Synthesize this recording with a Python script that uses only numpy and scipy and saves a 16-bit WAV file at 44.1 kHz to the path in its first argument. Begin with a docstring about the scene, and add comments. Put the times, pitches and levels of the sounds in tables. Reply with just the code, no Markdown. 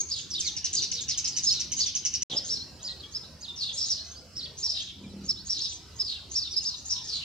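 """Short slurred whistles and calls open at once from a shrub full of weaver birds; a run of dry chips soon joins.
Calls are a wheeze, an arch and a tail: gliding tones, roughened by trill, shake and hiss. Chips are rattling bursts.
Sparse echoes stand for leaves and twigs; shaped noise makes a low outdoor rumble, a breeze and a far drone.
The sound cuts out for an instant and returns with a few soft bumps; later a bird flutters past close by,
made of ringing puffs at the wingbeat rate and a swish of noise."""
import sys
import numpy as np
from scipy import signal
from scipy.fft import rfft, irfft, next_fast_len
from scipy.io import wavfile
from scipy.ndimage import uniform_filter1d

SR = 44100
rng = np.random.default_rng(int(sys.argv[2]) if len(sys.argv) > 2 else 0)


def put_to_file(sound):
    """Save the sound as 16-bit audio at rate SR, in the file named by the first command-line argument."""
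    columns = np.atleast_2d(sound).T  # one column per channel
    safe = np.clip(columns, -1, 1)
    whole_steps = np.round(safe * 32767)
    wavfile.write(sys.argv[1], SR, whole_steps.astype(np.int16))


N = 319284

# moments within a note at which its four pitches are reached [share of its length]
STAGES = [0, .25, .7, 1]
# places in the shrub where birds sit, by name: (left minus right level/dB, lead of the left microphone t/ms)
SEATS = {"left": (1.8, 0.054), "front": (-0.91, 0.044), "low": (-2.5, 0.051), "back": (-1.6, -.04),
         "right": (-3.5, -0.041), "near right": (-2, .05)}
LEG_S = .011  # faint run-in and run-out of a note


def gain_of(db):
    """Decibels to amplitude."""
    return 10 ** (np.asarray(db) / 20)


def evened(x):
    """Scales to an rms of 1."""
    return x / np.sqrt(np.mean(x ** 2) + 1e-20)


def read(points, hz):
    """Reads a table on a log-frequency axis."""
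    f, value = np.transpose(points)
    return np.interp(np.log(hz + 1), np.log(f + 1), value)


def add(mix, s, sound):
    """Mixes a sound in at time s; what falls outside the scene is dropped."""
    at = round(s * SR)
    sound = sound[:, max(-at, 0):]
    part = mix[:, max(at, 0):][:, :sound.shape[1]]
    part += sound[:, :part.shape[1]]


def wobble(rate_hz, size):
    """Smooth random motion of rms about 1, with little left above the given rate."""
    hz = np.fft.rfftfreq(8192, 1 / SR)
    smooth = rfft(rng.standard_normal(8192)) / (1 + (hz / rate_hz) ** 4)
    return evened(irfft(smooth))[:size]


def resonate(x, hz, width):
    """A two-pole resonance."""
    return signal.lfilter(*signal.iirpeak(hz, hz / width, fs=SR), x)


def place(x, pan_db, lead_ms):
    """Sends a sound to the two microphones with a level and a time difference."""
    size = next_fast_len(len(x) + 64)
    side = np.array([[.5], [-.5]])
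    turn = np.exp(2j * np.pi * np.fft.rfftfreq(size, 1 / SR) * side * lead_ms / 1000)
    return irfft(rfft(x, size) * turn, size) * evened(gain_of(side * pan_db))


def echoes(start_s, t60_scale):
    """Sparse scattered echoes for two microphones, each band dying at its own speed."""
    # unscaled decay by 60 dB among the leaves: (f/Hz, t/s)
    leaf_decay = [(300, 0.67), (3000, 0.66), (5500, 0.4), (9000, 0.22)]
    size = 16000
    taps = np.zeros((2, size))
    at = np.arange(0, size, 10) + rng.integers(0, 10, (2, size // 10))
    np.put_along_axis(taps, at, rng.choice([-1., 1.], at.shape), 1)
    hz, t, z = signal.stft(taps, SR, nperseg=256)
    t60 = t60_scale * read(leaf_decay, hz)[:, None]
    tail = signal.istft(z * gain_of(-60 * t / t60), SR, nperseg=256)[1]
    tail *= 1 - np.exp(-(np.arange(tail.shape[1]) / SR / start_s) ** 2)
    tail = tail + 0.24 * tail[::-1]  # the microphones stand close together
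    return tail / np.linalg.norm(tail[0])


def shrub(x, start_s, t60_scale, count=3):
    """The birds shift about, so the pattern of echoes keeps changing: several echo sets slowly trade places."""
    turn = np.pi * np.arange(N) / SR
    out = np.zeros((2, N))
    for k in range(count):
        feed = x.mean(0) * np.cos(turn + np.pi * k / count) * np.sqrt(2 / count)
        out += signal.oaconvolve(feed[None], echoes(start_s, t60_scale), axes=1)[:, :N]
    return out


def air(patch_db=5.5, wash_db=-51):
    """Rumble and breeze in the leaves, noise with separate swells in each, over a far drone of resonant noise."""
    # average outdoor spectrum: (f/Hz, relative level/dB per Hz)
    backdrop = [(15, -22), (25, -15), (86, 0), (169, -3), (631, -17.5), (762, -18.5), (1020, -18.5),
                (2120, -25), (2920, -21), (3530, -29.5), (3930, -24.5), (4750, -16), (7910, -27.5),
                (8580, -33.5), (15500, -41)]
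    # far low drone: (f/Hz, width f/Hz, level/dB)
    drone_bands = [(76.3, 24.4, -57), (192.6, 55, -76)]
    # likeness of the two microphones: (f/Hz, correlation 0-1)
    likeness = [(30, 0.82), (250, 0.87), (1000, 0.77), (3000, 0.57), (6000, 0.057), (14000, 0.042)]
    # swell of the rumble, used relative to its median: (t/s, level/dB)
    rumble_swell = [(0, -50.5), (1.899, -47), (2.5, -49.5), (3.3, -57.5), (4.55, -58), (5.2, -48.5),
                    (5.7, -55.5), (7.24, -58)]
    # swell of the breeze, used relative to its median: (t/s, level/dB)
    breeze_swell = [(0, -67), (1.1, -66), (1.5, -63.5), (2.15, -68), (2.38, -61), (2.62, -61.5),
                    (2.95, -59.5), (3.55, -67), (4.2, -61), (4.95, -70.5), (6.05, -62.5), (6.6, -69),
                    (7.05, -63.5)]
    deep_rise_db_per_s = 3.5  # the deepest rumble slowly comes in; weighted by frequency below

    frames, hz = N // 512 + 5, np.fft.rfftfreq(2048, 1 / SR)
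    a, b, c, d, patches = rng.standard_normal((5, frames, len(hz)))
    t = np.arange(frames) * 512 / SR

    def swell(points):
        """Level around the median, frame by frame, in dB."""
        s, level = np.transpose(points)
        return np.interp(t, s, level - np.median(level))[:, None]

    patches = evened(uniform_filter1d(uniform_filter1d(patches, 10, 0), 6, 1))
    # the rumble is steadier than the leaves
    field = read(backdrop, hz) + patch_db * patches * read([(250, 0.35), (450, 0.8)], hz)
    rumble_share = read([(40, 0.11), (80, .62), (200, 0.3), (380, 0.67), (550, 0)], hz)
    field += swell(rumble_swell) * rumble_share
    field += deep_rise_db_per_s * (t - t.mean())[:, None] * read([(36, 0.64), (70, 0.013)], hz)
    breeze_share = read([(250, 0.022), (550, 1.0), (1100, 0.51), (2500, 0.19)], hz)
    field += swell(breeze_swell) * breeze_share

    same, left = np.clip(read(likeness, hz), -1, 1), a + 1j * b
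    right = same * left + np.sqrt(1 - same ** 2) * (c + 1j * d)
    z = np.array([left, right]) * gain_of(field)
    wash = evened(signal.istft(z.transpose(0, 2, 1), nperseg=2048, noverlap=1536)[1][:, :N])
    drone = np.zeros(N)
    for f, width, db in drone_bands:
        hum = resonate(resonate(rng.standard_normal(N), f, width), f, width)
        drone += gain_of(db) * evened(hum)
    return (gain_of(wash_db) * wash + drone) * gain_of([[-.55], [.55]])  # slightly louder on the right


def bumps(push_s=0.00053, rustle_db=-17, rustle_s=0.019, rustle_hz=600):
    """Each bump is a dull push, a quickly damped swing, followed by a short rustle of resonant noise."""
    # soft bumps at the microphone: (t/s, relative level/dB)
    knocks = [(2.2995, -34.5), (2.317, -33.5), (2.3328, -26.5), (2.3486, -25), (2.363, -33), (2.391, -35)]
    out, t = np.zeros((2, N)), np.arange(6000) / SR
    u = t / push_s
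    push = -np.sin(u) * np.exp(-u / 3)
    for s, db in knocks:
        rustle = evened(resonate(resonate(rng.standard_normal(len(t)), rustle_hz, 420), rustle_hz, 530))
        rustle = gain_of(rustle_db) * rustle * np.exp(-t / rustle_s)
        add(out, s, gain_of(db) * (push + rustle)[None])
    return out


def wings(swish_db=-7, level_db=-44, uneven_db=3):
    """Each wingbeat pushes a low, ringing puff of air, with a swish of feathers; one swell as the bird passes."""
    beat_hz, body_hz, width_hz = 39.5, 198, 34
    at_s, rise_s, hold_s, fall_s, edge_db = 4.92, 0.094, 0.23, 0.25, -25
    s = at_s + np.cumsum([0, rise_s, hold_s, fall_s])
    beats = beat_hz * np.arange(N) / SR
    push = np.diff(np.floor(beats), prepend=0) * gain_of(uneven_db * rng.standard_normal(N))
    puff = resonate(resonate(push, body_hz, width_hz), body_hz, 220)
    feathers = rng.standard_normal(N) * np.exp(-(beats % 1) / 2.7)
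    swish = resonate(resonate(feathers, 270, 230), 230, 240)
    pass_db = np.interp(np.arange(N) / SR, s, [edge_db, 0, 0, edge_db], left=-120, right=-120)
    return gain_of(level_db + pass_db) * evened(evened(puff) + gain_of(swish_db) * evened(swish))


def wheeze(size):
    """Air rushing through the syrinx: shaped noise of rms about 1."""
    # breathy hiss of a syrinx: (f/Hz, relative level/dB per Hz)
    breath = [(300, -56), (1500, -43), (2400, -24), (4000, 6.5), (6800, 2), (8200, -3), (10000, -10),
              (15500, -36)]
    hz = np.fft.rfftfreq(8192, 1 / SR)
    return evened(irfft(rfft(rng.standard_normal(8192)) * gain_of(read(breath, hz))))[:size]


def whistle(length, pitches, rough, rasp=0.054, waver=.013, shake=1.09, buzz_hz=330,
            overtone_db=-43, hiss_db=-17, leg_db=-10):
    """One note: a tone and its softer second voice glide through four pitches; a rough syrinx trills, shakes and hisses."""
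    faded_db = -26
    second_ratio, second_db = .78, -23  # the other side of the syrinx sings softly at this share of the pitch
    # middling trill rate, then depths at full roughness: share of the pitch, share of the loudness
    trill_hz, trill_depth, trill_pulse = 350.2, 0.043, 0.64

    t = np.arange(-LEG_S, length + LEG_S, 1 / SR)
    size = len(t)
    # the glide carries on faintly at both ends, while the air pressure builds and drops
    first, shoulder, late, last = pitches
    slack = np.clip((last - 2800) / 2200, 0, 1)  # a note that ends low has little room left to fall
    run_in = first + np.clip(first - shoulder, -900, 300)
    run_out = last + slack * np.clip(last - late, -800, 200)
    hz = np.interp(t, [-LEG_S, *(length * np.array(STAGES)), length + LEG_S], [run_in, *pitches, run_out])
    hz = uniform_filter1d(hz, size // 12, mode="nearest")
    hz = hz * (1 + rasp * rough ** 2 * wobble(1030, size) + waver * wobble(235, size))
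    trill = rough * np.sin(2 * np.pi * (trill_hz * rng.uniform(.75, 1.4) * t + rng.random()))
    hz = hz * (1 + trill_depth * trill)

    phase = 2 * np.pi * np.cumsum(hz) / SR
    second = gain_of(second_db) * np.sin(second_ratio * phase)
    tone = np.sin(phase) + second + gain_of(overtone_db) * np.sin(2 * phase)
    tone = tone * (1 + shake * (rough + 0.053) * wobble(buzz_hz, size))
    tone = tone * (1 + trill_pulse * trill)
    hiss = gain_of(hiss_db) * (rough + 0.66) * wheeze(size)

    rise = length * (.13 + .14 * rough)
    moments = [-LEG_S, 0, rise, .8 * length, length, length + LEG_S]
    db = np.interp(t, moments, [faded_db, leg_db, 0, 0, leg_db, faded_db])
    return evened((evened(tone) + hiss) * gain_of(db)) * np.sqrt(length * SR / size)


def glide(start_hz, end_hz):
    """The four pitches of a straight slide."""
    return start_hz + (end_hz - start_hz) * np.array(STAGES)


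def colony(count=200, level_db=-60):
    """Distant birds sing arched whistles at random moments and pitches, heard only as echo."""
    out = np.zeros((2, N))
    for when, height, span, size in rng.random((count, 4)):
        arch = (3400 + 2400 * height) * np.array([.9, 1.08, 1, .85])
        add(out, when * N / SR, gain_of(6 * size) * whistle(.03 + .04 * span, arch, .2)[None])
    return gain_of(level_db) * evened(shrub(out, 0.012, 0.11, count=2))


def chip(length, hz, rough, rattle_hz=170, fall=0.2025, rasp=0.28, low_db=-20, hiss_db=-12,
         throat_db=-23.0, fade_db=-13):
    """A falling burst chopped into a rattle; its second harmonic is the loud one, and rough chips swell more slowly."""
    head_rasp, end_rasp = 0.29, 1.79  # a chip starts nearly pure and frays as it falls: shares of its rasp
    snap_db, snap_at_s, snap_s = -24, 0.0038, 0.0022  # noise crack near the start, stronger in crisp chips
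    size = int(length * SR)
    u = np.linspace(0, 1, size)
    fray = head_rasp + (end_rasp - head_rasp) * u
    pitch = hz / 2 * (1 + fall * (.17 - u ** 2)) * (1 + rasp * fray * rough ** 2 * wobble(1160, size))
    phase = 2 * np.pi * np.cumsum(pitch) / SR
    beats = np.cumsum(rattle_hz * (1 + 0.45 * wobble(180, size))) / SR
    rattle = 1 - .65 * np.cos(2 * np.pi * beats)
    throat = evened(resonate(resonate(rng.standard_normal(8192), 2400, 700), 2400, 1000))[:size]
    noise = gain_of(hiss_db) * wheeze(size) + gain_of(throat_db) * throat
    tone = np.sin(2 * phase) + gain_of(low_db) * np.sin(phase) + rough * noise
    rise_s = .002 + .014 * rough ** 2
    swell = (1 - np.exp(-u * length / rise_s)) * gain_of(fade_db * u * (1.5 - rough / 2))
    crack = rng.standard_normal(size) * np.exp(-((u * length - snap_at_s) / snap_s) ** 2)
    snap = gain_of(snap_db) * (1.15 - rough) * crack
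    return evened(tone * rattle * swell * signal.windows.tukey(size, .15)) + snap


def scolding(near_db=0.7, leaves_db=-3.5, far_db=-6.0, lead_in_db=-14):
    """The run of chips with its echoes; each opens with a faint squeak near its fundamental."""
    # one row a chip: (t/s, length t/s, nominal f/Hz, relative level/dB, perch)
    chip_run = [(0.563, 0.03, 5630, -34, "front"), (0.64, 0.0364, 5740, -30, "front"),
                (.728, 0.023, 6460, -32, "front"), (0.819, 0.034, 5740, -31, "front"),
                (0.914, 0.014, 5970, -30, "front"), (0.929, 0.045, 5490, -36.5, "back"),
                (1.007, 0.026, 6400, -37, "back"), (1.081, .055, 5600, -31.5, "front"),
                (1.174, 0.028, 6120, -29.5, "back"), (1.241, .034, 5460, -31.5, "front"),
                (1.274, 0.015, 6080, -30, "back"), (1.363, 0.035, 5865, -30, "back"),
                (1.523, 0.022, 5840, -31, "right"), (1.596, 0.03, 5750, -31, "back"),
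                (1.717, 0.026, 5960, -30.5, "back"), (1.789, 0.022, 6050, -28.5, "right"),
                (1.86, 0.033, 5870, -31.5, "back"), (1.949, 0.031, 5940, -29, "back"),
                (2.049, 0.027, 6015, -27, "back"), (2.136, 0.029, 5830, -29.5, "back"),
                (2.219, 0.029, 5900, -28.5, "back")]
    # the chips grow crisper late in the run: (t/s, roughness 0-1)
    crispness = [(.6, 0.56), (1.55, 0.61), (1.8, 0.5)]
    direct, whole = np.zeros((2, 2, N))
    for s, length, hz, db, perch in chip_run:
        rough = np.clip(np.interp(s, *np.transpose(crispness)), 0, 1)
        pan_db, lead_ms = SEATS[perch]
        burst = gain_of(db) * chip(length, hz, rough)
        squeak = whistle(0.014, hz / 2 * glide(1.06, 0.93), .2)
        squeak = gain_of(db + lead_in_db) * (1 - rough) * squeak
        add(direct, s - LEG_S - .01, place(squeak, pan_db, lead_ms))
        add(direct, s, place(burst, pan_db, lead_ms))
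        add(whole, s, burst[None])
    leaves = gain_of(leaves_db) * shrub(whole, 0.00076, 0.3)
    far = gain_of(far_db) * shrub(whole, 0.0099, 1.0)
    return gain_of(near_db) * direct + leaves + far


def notes():
    """Spells out calls and slurs as notes: (s, length, four pitches, dB, roughness, perch)."""
    # one row a call of wheeze, arched whistle and falling tail (None: that part is left out):
    # (t/s, arch length t/s, early f/Hz, late f/Hz, arch relative level/dB, roughness 0-1 (clipped),
    #  wheeze length t/s, wheeze relative level/dB, tail length t/s, tail f/Hz, tail relative level/dB, perch)
    calls = [(0.108, 0.042, 4950, 4720, -31, 0.7, 0.022, -39, .062, 4057, -43, "front"),
             (0.763, 0.037, 4950, 4630, -27, 0.64, .014, -26, 0.067, 4410, -41.5, "front"),
             (1.466, 0.033, 5260, 5260, -22, 0.16, .036, -28.5, .025, 4500, -30, "low"),
             (1.505, 0.027, 5330, 5240, -24, 0.07, None, None, 0.071, 4425, -37.5, "back"),
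             (1.8, 0.042, 4760, 4460, -28, 0.14, 0.037, -33.5, 0.072, 3930, -42, "front"),
             (2.366, 0.025, 5130, 5350, -25, 0.16, 0.035, -46, None, None, None, "front"),
             (2.494, 0.061, 5506, 5470, -29, 0.43, 0.051, -38, 0.034, 4680, -39.5, "front"),
             (2.841, 0.053, 5250, 4510, -36.5, .32, 0.017, -42.5, None, None, None, "back"),
             (2.888, 0.039, 4170, 4290, -36.5, 0.05, None, None, None, None, None, "back"),
             (3.145, 0.033, 5000, 5500, -32, 0.14, .028, -48.5, 0.06, 5480, -49, "low"),
             (3.423, 0.039, 5030, 4080, -41, 0.23, 0.017, -47, None, None, None, "right"),
             (3.765, 0.069, 5380, 5250, -33, 0.62, 0.039, -40, 0.074, 4530, -43, "front"),
             (3.806, 0.051, 5250, 5520, -30.5, 0.4, None, None, None, None, None, "near right"),
             (3.894, 0.046, 5675, 5220, -26.5, 0.42, .045, -37.5, 0.058, 4690, -42.5, "front"),
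             (4.361, 0.043, 5550, 4980, -35.5, 0.28, None, None, 0.024, 4070, -42, "back"),
             (4.427, .03, 4220, 4670, -37, 0.12, None, None, .018, 3490, -45, "back"),
             (4.629, .05, 5550, 5386, -27.5, 0.28, .055, -40.5, None, None, None, "front"),
             (4.681, .05, 5090, 5270, -30.5, 0.68, None, None, 0.1, 4380, -40, "front"),
             (5.29, 0.027, 5325, 5440, -23.5, 0, 0.049, -47, None, None, None, "near right"),
             (5.491, .053, 5630, 5350, -28, 0.45, .04, -41.5, 0.071, 4480, -40, "front"),
             (5.599, .075, 5190, 5310, -33, 0.63, 0.017, -40.5, 0.069, 4020, -51.5, "front"),
             (5.998, 0.028, 5210, 5320, -25, 0.05, 0.046, -51, None, None, None, "front"),
             (6.041, .036, 5120, 5000, -37, 0.55, None, None, 0.071, 4470, -37, "front"),
             (6.352, 0.047, 5500, 5433, -25.5, 0.3, 0.049, -39.5, None, None, None, "front"),
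             (6.415, 0.026, 4700, 4586, -33, 0.1, None, None, 0.053, 4175, -40.5, "front"),
             (6.507, 0.045, 5840, 4800, -36.5, 0.6, None, None, None, None, None, "back"),
             (6.564, 0.032, 5080, 5360, -24, 0.19, None, None, None, None, None, "low"),
             (6.648, 0.059, 5180, 4870, -32, 0.36, 0.029, -39.5, 0.062, 4480, -43.5, "front"),
             (6.897, 0.047, 5650, 5480, -27.5, 0.59, 0.052, -40.5, 0.072, 4240, -45, "left"),
             (7.069, 0.039, 5640, 5240, -37, 1.1, 0.032, -45, 0.09, 4724, -35.5, "front")]
    # one row a lone slur, falling or rising:
    # (t/s, length t/s, start f/Hz, end f/Hz, relative level/dB, roughness 0-1 (clipped), perch)
    lone_slurs = [(0, .018, 6320, 6520, -25, 0.42, "left"), (.03, .09, 6500, 6360, -64, 0.53, "front"),
                  (0.152, 0.077, 6940, 6040, -42.5, 1.08, "low"),
                  (0.303, 0.058, 5950, 4320, -35, .75, "back"), (.349, .024, 3550, 4050, -33, 0.1, "low"),
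                  (0.368, .033, 4290, 3066, -37, .6, "front"), (.401, .015, 7000, 5410, -26.5, 0.85, "low"),
                  (0.406, 0.077, 2670, 2044, -54.5, 0.48, "right"),
                  (0.439, 0.058, 5064, 3300, -35, 0.54, "right"),
                  (0.461, .028, 6720, 5440, -31.5, 0.83, "back"),
                  (0.956, 0.056, 4670, 3426, -39.5, 0.8, "right"),
                  (1.106, 0.048, 5100, 3060, -40.5, 0.65, "low"),
                  (1.31, 0.076, 5040, 4620, -42, 0.66, "right"),
                  (1.804, 0.048, 5660, 4360, -30.5, 0.48, "front"),
                  (2.288, 0.06, 3935, 3110, -39, 0.95, "front"),
                  (2.312, 0.053, 6700, 6160, -51.5, 0.94, "back"),
                  (2.6, 0.037, 3910, 4430, -40, .1, "left"), (2.878, .077, 1927, 1930, -60.5, .02, "low"),
                  (2.999, 0.018, 4480, 3840, -45.5, 0.4, "right"),
                  (3.03, 0.037, 3345, 3260, -48, .37, "front"),
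                  (3.224, 0.052, 3650, 4150, -51.5, 0.55, "front"),
                  (3.478, 0.039, 3750, 3510, -38.5, 0.2, "right"),
                  (3.56, 0.053, 5900, 4650, -40, 0.72, "left"),
                  (3.603, 0.046, 4750, 3670, -33, 0.58, "front"),
                  (3.615, 0.059, 4950, 3810, -39, 0.9, "low"),
                  (3.664, 0.06, 3704, 3340, -40.5, 0.65, "front"),
                  (3.743, 0.057, 7830, 7000, -43, .95, "left"),
                  (3.988, 0.045, 3930, 4410, -41.5, 0.3, "low"),
                  (4.035, 0.11, 5960, 6340, -49, .47, "back"), (4.155, 0.052, 4490, 5230, -49, 0.1, "back"),
                  (4.739, 0.07, 5180, 4200, -43.5, 0.97, "front"),
                  (4.8, 0.036, 5920, 6330, -43.5, 0.77, "back"),
                  (4.856, 0.061, 3580, 3340, -50, 1.1, "front"),
                  (5.037, 0.024, 2440, 2300, -57, 0.1, "right"),
                  (5.357, 0.066, 3410, 4740, -47.5, 0.3, "low"),
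                  (5.615, 0.062, 4650, 3690, -41.5, 0.79, "front"),
                  (5.639, 0.05, 3700, 3430, -47.5, 0.44, "right"),
                  (5.676, 0.1, 5950, 6180, -43.5, 0.2, "low"),
                  (5.686, .056, 6370, 7860, -46.5, 0.3, "front"),
                  (6.134, 0.032, 3880, 3150, -45, 0.72, "left"),
                  (6.15, 0.045, 2850, 2680, -53.5, 0.1, "left"),
                  (6.602, 0.03, 2960, 2710, -58, .49, "back"),
                  (6.662, 0.038, 5550, 5800, -31, 0.06, "left"),
                  (6.753, 0.058, 5820, 6370, -48.5, 0.93, "back"),
                  (6.953, 0.041, 5400, 5270, -45, 0.74, "back"), (7.011, 0.051, 5350, 5080, -46, .9, "low"),
                  (7.137, 0.06, 6300, 6700, -48.5, 1, "front"),
                  (7.196, 0.066, 3100, 2420, -49, 0.7, "left")]
    wheeze_rough, wheeze_hz = 0.9, [6030, 6310, 6650, 6120]  # the rasp that opens a call
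    # a longer arch starts further below its top; all drop alike at the end
    arch_rise_hz_per_s, arch_flat_s, arch_drop_hz = 26000, .022, 818
    tail_fall_hz_per_s, tail_overlap_s = 11000, .006  # the tail begins just before the arch ends
    tail_rough, tail_rough_share = 0.54, 0.71  # a tail is rough, and more so after a rough arch

    for (s, length, early_hz, late_hz, db, rough,
         wheeze_s, wheeze_db, tail_s, tail_hz, tail_db, perch) in calls:
        start_hz = early_hz - arch_rise_hz_per_s * (length - arch_flat_s)
        yield s, length, [start_hz, early_hz, late_hz, late_hz - arch_drop_hz], db, rough, perch
        if wheeze_db is not None:
            yield s - wheeze_s, wheeze_s, wheeze_hz, wheeze_db, wheeze_rough, perch
        if tail_db is not None:
            fall = glide(tail_hz, tail_hz - tail_fall_hz_per_s * tail_s)
            roughness = tail_rough + tail_rough_share * rough
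            yield s + length - tail_overlap_s, tail_s, fall, tail_db, roughness, perch
    for s, length, start_hz, end_hz, db, rough, perch in lone_slurs:
        yield s, length, glide(start_hz, end_hz), db, rough, perch


def song(near_db=0.36, leaves_db=-4.0, far_db=-7.5):
    """All calls and slurs; the rough ones come from deeper in the foliage and are more scattered."""
    direct, scattered, whole = np.zeros((3, 2, N))
    for s, length, pitches, db, rough, perch in notes():
        rough = np.clip(rough, 0, 1)
        note = gain_of(db) * whistle(length, pitches, rough)
        s = s - LEG_S  # the faint opening leg comes just before the note
        add(direct, s, place(note, *SEATS[perch]) * (1 - 0.11 * rough))
        add(scattered, s, note[None] * (rough + 0.39))
        add(whole, s, note[None] * (rough + 0.49))
    leaves = gain_of(leaves_db) * shrub(scattered, 0.015, 0.022)
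    far = gain_of(far_db) * shrub(whole, 0.013, 0.99)
    return gain_of(near_db) * direct + leaves + far


def scene():
    """Birds near and far over the outdoor background."""
    return air() + bumps() + wings() + colony() + scolding() + song()


def record(dry):
    """The microphone thins the deepest bass; a brief dropout to silence, then the band limit."""
    # the silent instant: (start t/s, end t/s)
    silence = (2.2335, 2.2990)
    edge_hz = 15800
    t = np.arange(N) / SR
    thinned = signal.sosfilt(signal.butter(2, 33, "high", fs=SR, output="sos"), dry)
    live = uniform_filter1d(1. * ((t < silence[0]) | (t > silence[1])), size=24)
    lowpass = signal.firwin(511, edge_hz, window=("kaiser", 9), fs=SR)
    return signal.oaconvolve(thinned * live, lowpass[None], "same")


dry = scene()
out = record(dry)
put_to_file(out)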